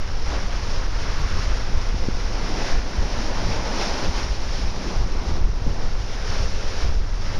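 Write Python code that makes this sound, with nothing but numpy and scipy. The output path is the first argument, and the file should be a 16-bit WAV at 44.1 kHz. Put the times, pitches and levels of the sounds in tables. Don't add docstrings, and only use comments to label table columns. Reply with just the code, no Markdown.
import sys
import numpy as np
from scipy import signal
from scipy.fft import rfft, irfft, next_fast_len
from scipy.io import wavfile
from scipy.ndimage import uniform_filter1d, map_coordinates

SR = 44100
rng = np.random.default_rng(int(sys.argv[2]) if len(sys.argv) > 2 else 0)


def store_wav(level_fs):
    pcm = np.round(np.clip(np.atleast_2d(level_fs), -1, 1) * 32767)
    wavfile.write(sys.argv[1], SR, pcm.T.astype(np.int16))


N = 325899


def undb(db):
    return 10 ** (np.asarray(db) / 20)


def unit(x):
    return x / np.sqrt(np.mean(x ** 2))


def curve(points):
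    times_s, values = np.transpose(points)
    return np.interp(np.arange(N) / SR, times_s, values)


def bell(peak_s, sigma_s):
    return np.exp(-((np.arange(N) / SR - peak_s) / sigma_s) ** 2 / 2)


def shaped(x, response):
    margin = SR // 8
    size = next_fast_len(N + 2 * margin)
    spectrum = rfft(np.pad(x, margin, mode="linear_ramp"), size)
    hz = np.arange(size // 2 + 1) * SR / size
    return irfft(spectrum * response(hz), size)[margin:margin + N]


def coloured(x, colour):
    hz, db = np.transpose(colour)
    return unit(shaped(x, lambda f: undb(np.interp(np.log(f + 1), np.log(hz), db, right=db[-1] - 21))))


def walk(rate_hz):
    hold = int(SR / rate_hz)
    steps = np.repeat(rng.standard_normal(1000), hold)[:N]
    return unit(uniform_filter1d(uniform_filter1d(steps, hold), hold))


def sped(x, speed):
    return map_coordinates(x, [np.cumsum(speed)], order=3, mode="wrap")


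def bubbles(low_hz, high_hz, per_s, cycles, spread_db):
    pitches_hz = np.geomspace(low_hz, high_hz, 28)
    per_size = int(per_s * N / SR / len(pitches_hz))
    out = np.zeros(N)
    for hz in pitches_hz:
        when, chance = rng.random((4000, 2))[:per_size].T
        gains = undb(spread_db * np.minimum(-np.log(1 - chance), 4))
        signs = (-1) ** np.arange(len(gains))
        births = np.bincount((when * N).astype(int), gains * signs, N)
        age = np.arange(int(cycles * SR / hz)) * hz / SR / cycles
        ring = np.exp(-np.log(300) * age) * np.sin(2 * np.pi * cycles * age * (1 + 0.12 * age))
        out += hz * signal.oaconvolve(births, ring)[:N]
    return unit(out)


def water(colour, near_bubbles, near_db, churn_db, churn_hz):
    rush = rng.standard_normal(N) + undb(near_db) * near_bubbles
    return coloured(rush, colour) * undb(churn_db * walk(churn_hz))


def swells():
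    # peak, build-up and decay in seconds, roar, splash and fizz in dB, pitch shift in octaves.
    breakers = [(0.32, 0.12, 0.35, -42.5, -40.5, -40, 0.0084), (0.748, 0.16, 0.18, -41, -40, -41, 0.2),
                (1.02, .1, 0.49, -41.5, -39.5, -41, 0.25), (1.46, 0.3, 0.18, -43, -39, -40, .2),
                (2.48, 0.28, 0.22, -35.5, -38, -41, 0.046), (2.675, 0.11, 0.091, -34.5, -37.5, -35, 0.088),
                (3.22, 0.36, 0.26, -35.5, -39.5, -38.5, 0.099), (3.519, 0.21, 0.37, -33.5, -39, -37.5, .12),
                (3.82, 0.16, 0.22, -31.5, -35, -32.5, .05), (4.04, 0.076, 0.064, -32, -36.5, -35.5, 0.04),
                (4.18, 0.062, 0.086, -35.5, -37, -34, 0.074), (4.57, 0.7223, 0.21, -41.5, -46, -39.5, 0),
                (4.954, .33, 0.091, -36, -41.5, -39.5, -.1), (5.3, 0.3, 0.15, -37, -41.5, -42.5, -0.048),
                (5.82, .24, 0.1096, -36, -45, -47, -0.051), (6.36, .21, 0.25, -38.5, -39.5, -37, 0.048),
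                (6.82, 0.28, 0.12, -37, -39.5, -37.5, -0.026),
                (7.32, 0.19, 0.17, -38.5, -45.5, -43, -0.0099)]
    # time in seconds, base level in dB.
    wash_levels = [(0, -43), (1.9, -40.5), (4.4, -45), (5.25, -45.5), (5.55, -46.5), (6.1, -42.5),
                   (7.05, -46.5), (7.39, -44.5)]
    wash_mix_db = [1.5, -0.5, -0.66]
    crest_shape = 1.3
    power = np.outer(undb(wash_mix_db), undb(curve(wash_levels))) ** 2
    weighted_oct = np.zeros(N)
    for peak_s, build_s, decay_s, *levels_db, shift_oct in breakers:
        age_s = np.arange(N) / SR - peak_s
        swell = np.exp(-np.maximum(-age_s / build_s, age_s / decay_s) ** crest_shape)
        breaker_power = np.outer(undb(levels_db), swell) ** 2
        power += breaker_power
        weighted_oct += shift_oct * breaker_power.sum(axis=0)
    return np.sqrt(power), 2 ** (weighted_oct / power.sum(axis=0))


def surf():
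    # frequency in Hz, relative level in dB.
    roar_colour = [(70, -35), (130, -0.5), (210, 0.5), (320, -3), (520, -1.5), (720, -5.5), (930, -6),
                   (1350, -17), (3000, -26)]
    splash_colour = [(350, -10), (700, -5), (1000, -3), (1350, -3), (1950, -7), (2600, -13.5), (4000, -23),
                     (8000, -46)]
    fizz_colour = [(1000, 0.5), (2200, 1.5), (3200, -1), (4400, -3), (5000, -4.5), (5500, -5), (7000, -0.6),
                   (9200, -4), (12000, -19.5), (15000, -37)]
    (roar_gain, splash_gain, fizz_gain), pitch = swells()
    large = bubbles(204.4, 1100, per_s=350, cycles=7.3, spread_db=1.0)
    roar = water(roar_colour, large, near_db=-14, churn_db=0.77, churn_hz=11)
    middling = bubbles(737, 2980, per_s=1100, cycles=17, spread_db=1.0)
    splash = water(splash_colour, middling, near_db=-7, churn_db=1.04, churn_hz=23)
    tiny = bubbles(2420, 12800, per_s=4000, cycles=11.3, spread_db=2.5)
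    fizz = water(fizz_colour, tiny, near_db=-8, churn_db=0.61, churn_hz=48)
    waves = sped(roar, pitch) * roar_gain + sped(splash, pitch) * splash_gain + fizz * fizz_gain
    collapse_db = -0.36 * walk(rate_hz=25)
    return waves * undb(collapse_db)


def slaps():
    # peak in seconds, level in dB, Gaussian sigma in seconds.
    plunges = [(0.32, -40, .012), (0.356, -34, 0.024), (0.542, -35, 0.031), (2.688, -38, 0.041),
               (3.83, -30.5, .022), (4.171, -39, .016), (6.348, -41.5, 0.03), (6.828, -40, 0.031)]
    # frequency in Hz, relative level in dB.
    slap_colour = [(120, -7), (250, 0), (850, -2.5), (1400, -8), (2600, -14.5), (4500, -22), (8000, -36)]
    envelope = sum(undb(db) * bell(peak_s, sigma_s) for peak_s, db, sigma_s in plunges)
    rush = rng.standard_normal(N) + bubbles(360, 3300, per_s=900, cycles=13, spread_db=2.5)
    return envelope * coloured(rush, slap_colour)


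def clouds():
    # peak in seconds, Gaussian sigma in seconds, pitch in Hz, level in dB.
    bubble_clouds = [(0.5, 0.26, 205, -47), (1.247, 0.36, 1300, -44), (2.6, .2, 280, -42),
                     (2.663, 0.18, 719.8, -39.5), (2.67, 0.084, 1830, -40.5), (3.45, .35, 225, -41.5),
                     (3.55, 0.33, 556, -41.5), (3.75, 0.41, 830, -37.5), (5.15, 0.34, 989.5, -45),
                     (6.58, .27, 450.2, -41)]
    width_oct, wander_oct = 0.29, 0.06
    out = np.zeros(N)
    for peak_s, sigma_s, hz, db in bubble_clouds:
        noise = rng.standard_normal(N)
        ringing = shaped(noise, lambda f: np.exp(-(np.log2((f + 1) / hz) / width_oct) ** 2 / 2))
        pitch = 2 ** (wander_oct * walk(rate_hz=3))
        out += unit(sped(ringing, pitch)) * undb(db) * bell(peak_s, sigma_s)
    return out


def swash():
    # time in seconds, level in dB.
    swash_levels = [(0, -63), (2.15, -53), (2.45, -35.5), (2.9, -43), (4.1, -41), (4.4, -49), (4.65, -37.5),
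                    (5.35, -39), (5.85, -42.5), (6.15, -52), (7.39, -53)]
    # frequency in Hz, relative level in dB.
    gurgle_colour = [(80, -12), (160, -2.5), (260, -7), (400, -7), (800, -28), (2000, -40)]
    big = bubbles(136, 497, per_s=160, cycles=5.4, spread_db=1.0)
    gurgle = water(gurgle_colour, big, near_db=-8, churn_db=2.1, churn_hz=19)
    return gurgle * undb(curve(swash_levels))


def eddies(colour, steady_s):
    pressure = coloured(rng.standard_normal(N), colour)
    return pressure / np.sqrt(uniform_filter1d(pressure ** 2, int(steady_s * SR)) + 1e-6)


def breeze():
    # time in seconds, rumble level in dB.
    lull_levels = [(0, -20), (0.5, -21.5), (0.85, -20), (1.5, -22), (1.63, -21.5), (1.75, -23), (1.9, -19),
                   (2.15, -20), (2.4, -22), (2.7, -21), (2.9, -24.5), (3.1, -22), (3.35, -20.5), (3.8, -24),
                   (4.2, -22.5), (4.45, -21), (4.85, -25.5), (5.1, -24.5), (5.95, -20), (6.12, -24),
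                   (6.5, -20.5), (7.1, -21), (7.39, -20)]
    # peak in seconds, Gaussian sigma in seconds, rumble in dB, flutter in dB.
    gusts = [(0.24, 0.026, -19, -40), (0.685, 0.015, -25, -33), (0.784, 0.019, -13.5, -36),
             (1.09, 0.02, -22.5, -34), (1.223, 0.03, -19, -27.5), (1.347, 0.037, -21, -27),
             (1.508, 0.045, -18.5, -34), (1.735, 0.032, -15, -33.5), (2.069, 0.028, -24, -34),
             (2.768, 0.04, -13.5, -36), (3.03, 0.027, -17.5, -27), (3.491, 0.064, -25, -29),
             (4.071, 0.027, -21.5, -26), (4.659, 0.037, -18.5, -32.5), (5.01, 0.042, -16.5, -29),
             (5.151, 0.026, -15.5, -40), (5.328, 0.033, -16, -29.5), (5.44, 0.038, -14, -29),
             (5.681, 0.032, -22, -27), (5.846, 0.023, -15.5, -36), (5.929, 0.015, -18, -35),
             (6.31, 0.026, -21.5, -29), (6.43, 0.038, -17.5, -36), (6.56, 0.026, -25, -33),
             (6.66, 0.023, -25, -38), (6.861, 0.043, -18, -28.5), (6.971, .025, -13.5, -38),
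             (7.31, .04, -21, -34)]
    # time in seconds, peak pressure in dB, Gaussian sigma in seconds.
    buffets = [(1.395, -14, 0.0027), (1.776, -10.5, 0.004), (1.945, -17, 0.0012), (2.087, -10, 0.00079),
               (2.988, -8, 0.0041), (4.094, -17.5, 0.0025), (4.652, -14.5, 0.004), (5.005, -17, 0.005),
               (5.289, -19, 0.0019), (5.419, -15, 0.003), (5.501, -11, .0035), (5.623, -12.5, 0.0029),
               (5.669, -16.5, .0013), (5.6765, -13, 0.0016), (5.707, -14, 0.0028), (6.406, -14, 0.0027),
               (6.842, -12, .003), (6.895, -11, 0.0038)]
    # frequency in Hz, relative level in dB.
    rumble_colour = [(4, -12.5), (10, 0), (22, -1.5), (35, -7.5), (58, -13.5), (80, -26.5), (160, -44),
                     (400, -67)]
    flutter_colour = [(30, -26), (65, -4), (95, -3), (130, -14), (180, -15.5), (250, -27), (400, -24.5),
                      (1200, -37)]
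    lull_db = curve(lull_levels)
    rumble_gain, flutter_gain = undb(lull_db), undb(lull_db - 14.5)
    for peak_s, sigma_s, rumble_db, flutter_db in gusts:
        gust = bell(peak_s, sigma_s)
        rumble_gain = np.hypot(rumble_gain, undb(rumble_db) * gust)
        flutter_gain = np.hypot(flutter_gain, undb(flutter_db) * gust)
    out = eddies(rumble_colour, steady_s=0.121) * rumble_gain
    out += eddies(flutter_colour, steady_s=0.082) * flutter_gain
    for peak_s, db, sigma_s in buffets:
        offset = (np.arange(N) / SR - peak_s) / sigma_s
        out -= undb(db) * (1 - offset ** 2 / 2) * bell(peak_s, sigma_s)
    return out


def hum(hz=101.5):
    rms_db = -50 + 3.2 * walk(rate_hz=3.4)
    return undb(rms_db) * np.sqrt(2) * np.sin(2 * np.pi * hz * np.arange(N) / SR)


def scene():
    return np.tile(surf() + slaps() + swash() + breeze() + hum() + clouds(), (2, 1))


def record(dry):
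    ring_hz, width_hz, null_hz, top_hz = 5484, 810, 7950, 14600

    def microphone(f):
        return (1 - (f / null_hz) ** 2) / (1 - (f / ring_hz) ** 2 + 1j * f * width_hz / ring_hz ** 2)

    heard = np.array([shaped(channel, microphone) for channel in dry])
    lowpass = signal.ellip(8, 0.2, 70, top_hz, fs=SR, output="sos")
    return signal.sosfilt(lowpass, heard)


dry = scene()
out = record(dry)
store_wav(out)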